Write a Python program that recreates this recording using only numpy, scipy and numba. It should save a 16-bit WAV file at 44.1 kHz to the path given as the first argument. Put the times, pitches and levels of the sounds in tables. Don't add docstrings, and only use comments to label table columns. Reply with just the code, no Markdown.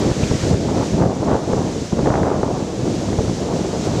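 import sys
import numpy as np
from scipy import signal
from scipy.fft import rfft, irfft
from scipy.io import wavfile
from scipy.ndimage import map_coordinates
from numba import njit

SR = 44100
rng = np.random.default_rng(int(sys.argv[2]) if len(sys.argv) > 2 else 0)


def unload_wav(signal):
    wavfile.write(
        sys.argv[1],
        SR,
        np.round(np.clip(np.atleast_2d(signal).T, -1, 1) * 32767).astype(np.int16),
    )


N = 176400

# time in seconds, relative level in dB.
RUMBLE_ENVELOPE = [(0,-18),(.09,-17),(.14,-26),(.19,-21),(.23,-15),(.29,-22.5),(.34,-17),(.41,-26),(.44,-17),(.54,-16),(.57,-19.5),(.78,-21),(.82,-16.5),(.90,-22.5),(1.03,-13),(1.15,-23),(1.33,-17),(1.42,-27.5),(1.55,-19),(1.83,-24),(1.90,-37),(1.94,-20),(2.06,-18),(2.35,-21),(2.70,-26),(2.92,-20.5),(3.02,-23),(3.21,-19),(3.34,-23),(3.55,-21),(3.78,-23.5),(4.0,-17.5)]
GUST_ENVELOPE = [(0,-27.5),(.12,-34.5),(.40,-38),(.54,-28.5),(.57,-43),(.70,-29.5),(.82,-28),(.91,-42),(1.02,-21),(1.19,-33),(1.34,-20),(1.46,-33.5),(1.54,-27),(1.72,-34),(1.90,-45),(1.99,-30),(2.04,-33),(2.065,-21.5),(2.12,-22.5),(2.16,-19.5),(2.22,-28),(2.30,-22),(2.40,-28.5),(2.55,-29),(2.74,-37),(3.25,-33),(3.34,-42),(3.41,-31),(3.81,-33.5),(4.0,-26)]
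# frequency in Hz, relative spectral density in dB.
RUMBLE_SPECTRUM = [(18,-24),(40,-12.5),(60,-4),(90,-0.5),(170,1),(300,-1.5),(450,-5),(700,-15),(1200,-48),(2500,-65),(16000,-130)]
FLUTTER_SPECTRUM = [(100,-14),(250,-3.5),(450,0.5),(650,-2.5),(900,-8),(1300,-18),(1900,-32),(3000,-44),(16000,-120)]
TEARING_SPECTRUM = [(200,-23),(600,-2),(850,3.5),(1200,-6.5),(1800,-15.5),(2500,-29),(4000,-36),(16000,-110)]
# start in seconds, relative levels of thump, slap and crack in dB.
EDDY_STRIKES = [(0.065,-10,-20,-20),(0.113,-8.5,-20,-18),(0.231,-6,-22,-26),(0.311,-8.5,-16,-18),(.433,-12.5,-19,-30),(0.467,-14,-29,-26),(.510,-7.5,-21,-18),(.531,-10,-18,-22),(.541,-7.5,-22,-18),(0.69,-33,-24,-20),(.829,-36,-15.5,-21),(.934,-28,-26,-23),(.942,-8.5,-29,-26),(0.983,-26,-28,-21),(1.013,-7.5,-13,-13),(1.026,-9,-27,-32),(1.059,-12,-15,-22),(1.203,-14.5,-31,-24),(1.329,-9,-22,-12),(1.532,-14,-10,-16),(1.616,-24,-17.5,-18),(1.923,-22,-22.5,-19),(1.928,-7,-27,-31),(1.99,-23,-13,-15),(2.029,-12,-27,-26),(2.059,-24,-14,-12),(2.072,-10,-19,-11),(2.103,-7,-15.5,-6),(2.140,-20,-16,-5),(2.155,-18,-19,-4),(2.177,-21,-21,-10),(2.232,-15,-11.5,-4.5),(2.431,-17,-10.5,-19),(2.624,-17,-23,-25),(2.875,-22,-20,-23),(3.086,-13,-23,-22),(3.130,-13,-19,-15),(3.187,-8,-17,-17),(3.279,-12.5,-25,-32),(3.296,-11.5,-24.5,-20),(3.534,-20,-21.5,-19)]
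# time in seconds, relative level in dB.
STEAM_ENVELOPE = [(0,-34),(.16,-35),(.24,-33),(.32,-34.5),(.44,-32.5),(.58,-37),(.84,-35.5),(1.1,-39.5),(1.6,-39),(1.9,-40),(2.15,-40),(2.5,-41),(2.8,-40.5),(2.94,-38),(3.72,-37.5),(3.97,-35.5)]
SEETHE_ENVELOPE = [(0,-40),(.45,-37),(.62,-44),(1.2,-54),(4,-60)]
# frequency in Hz, relative spectral density in dB.
STEAM_SPECTRUM = [(200,-3.5),(800,-1),(1500,-0.5),(2600,-1.5),(4000,0),(5000,0),(6000,2),(7200,-0.5),(8100,-7),(10000,-17.5),(12500,-27.5),(16000,-34)]
SEETHE_SPECTRUM = [(300,-19),(1000,-4.5),(1900,-1),(3000,-9),(5000,-8),(8000,-28),(16000,-60)]
SURF_SPECTRUM = [(40,-15),(120,10),(350,6),(700,-0.5),(1400,-18.5),(3000,-39),(16000,-80)]

RUMBLE_DB, FLUTTER_DB, TEARING_DB, STEAM_DB, SURF_DB = 0.5, 4, 11, 2.5, -32.5
THUMP_DB, SLAP_DB, CRACK_DB = 3, -3.5, -1


def wind(tearing_power=1.7):
    shake = walk(rate_hz=60)
    gust = curve(GUST_ENVELOPE)
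    rumble = colour(eddies(), RUMBLE_SPECTRUM) * undb(RUMBLE_DB + 0.87 * shake)
    flutter = colour(eddies(), FLUTTER_SPECTRUM) * undb(FLUTTER_DB + 1.38 * shake)
    tearing = colour(eddies(), TEARING_SPECTRUM) * undb(TEARING_DB + 2.6 * shake)
    return rumble * curve(RUMBLE_ENVELOPE) + flutter * gust + tearing * gust ** tearing_power


def eddies(per_s=900, spread_db=3):
    arrivals = rng.random(N) < per_s / SR
    signs = rng.choice([-1, 1], N)
    return arrivals * signs * undb(spread_db * np.clip(rng.standard_normal(N), -2, 2))


def buffets(median_hz=142, attack_s=0.00044, slap_decay_s=0.0052, crack_s=0.00017):
    out = np.zeros(N)
    air = colour(rng.standard_normal(N), FLUTTER_SPECTRUM)
    detunes = rng.standard_normal(len(EDDY_STRIKES))
    for (start, thump_db, slap_db, crack_db), detune in zip(EDDY_STRIKES, detunes):
        i = int(start * SR)
        t = np.arange(min(SR // 10, N - i)) / SR
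        rise = 1 - np.exp(-t / attack_s)
        cycles = t * median_hz * np.exp(0.11 * detune)
        thump = np.sin(2 * np.pi * cycles) * np.exp(-cycles ** 2) * rise
        slap = 2 * air[i:i + len(t)] * rise * np.exp(-t / slap_decay_s)
        front = t / crack_s - 5
        crack = front * np.exp(-front ** 2 / 2)
        out[i:i + len(t)] += (undb(thump_db + THUMP_DB) * thump + undb(slap_db + SLAP_DB) * slap
                              + undb(crack_db + CRACK_DB) * crack)
    return out


def steam():
    hiss = colour(rng.standard_normal(N), STEAM_SPECTRUM)
    return hiss * curve(STEAM_ENVELOPE) * undb(STEAM_DB + 0.71 * walk(rate_hz=14))


def seethe():
    return colour(rng.standard_normal(N), SEETHE_SPECTRUM) * curve(SEETHE_ENVELOPE)


def spit(peak_s=0.239, width_s=0.0055, centre_hz=2500, width_hz=320, level_db=-30.5):
    band = np.exp(-((np.fft.rfftfreq(N, 1 / SR) - centre_hz) / width_hz) ** 2)
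    noise = unit(irfft(rfft(rng.standard_normal(N)) * band, N))
    burst = np.exp(-((np.arange(N) / SR - peak_s) / width_s) ** 2)
    return undb(level_db) * noise * burst


def surf():
    return colour(rng.standard_normal(N), SURF_SPECTRUM) * undb(SURF_DB + 0.46 * walk(rate_hz=2))


def undb(db):
    return 10 ** (np.asarray(db) / 20)


def unit(x):
    return x / np.sqrt(np.mean(x ** 2))


def curve(rows):
    return undb(np.interp(np.arange(N) / SR, *np.array(rows).T))


def colour(x, spectrum):
    hz, db = np.array(spectrum).T
    bins_hz = np.maximum(np.fft.rfftfreq(N, 1 / SR), 1)
    magnitude = undb(np.interp(np.log(bins_hz), np.log(hz), db))
    cepstrum = irfft(np.log(magnitude), N)
    causal = (np.arange(N) > 0) & (np.arange(N) < N // 2)
    response = np.exp(rfft(2 * cepstrum * causal))
    return unit(irfft(rfft(x) * response, N))


def walk(rate_hz):
    knots = rng.standard_normal(2048)
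    return unit(map_coordinates(knots, [np.arange(N) / SR * rate_hz], order=1, mode="wrap"))


@njit
def follow(x, attack_s, release_s):
    out, level = np.empty(len(x)), 0.
    for i in range(len(x)):
        gap = abs(x[i]) - level
        level += gap / (SR * (attack_s if gap > 0 else release_s))
        out[i] = level
    return out


def gain_control(x, threshold_db=-11.5, slope=0.53):
    level = follow(x[0], attack_s=0.0098, release_s=0.32)
    return x * np.maximum(level / undb(threshold_db), 1) ** -slope


def scene():
    return (wind() + buffets() + steam() + seethe() + spit() + surf())[None, :]


def record(dry, low_cut_hz=29, top_cut_hz=15600):
    low_cut = signal.butter(2, low_cut_hz, "high", fs=SR, output="sos")
    top_cut = signal.ellip(10, .2, 80, top_cut_hz, fs=SR, output="sos")
    ducked = gain_control(signal.sosfilt(low_cut, dry))
    return signal.sosfilt(top_cut, np.tanh(ducked))


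dry = scene()
out = record(dry)
unload_wav(out)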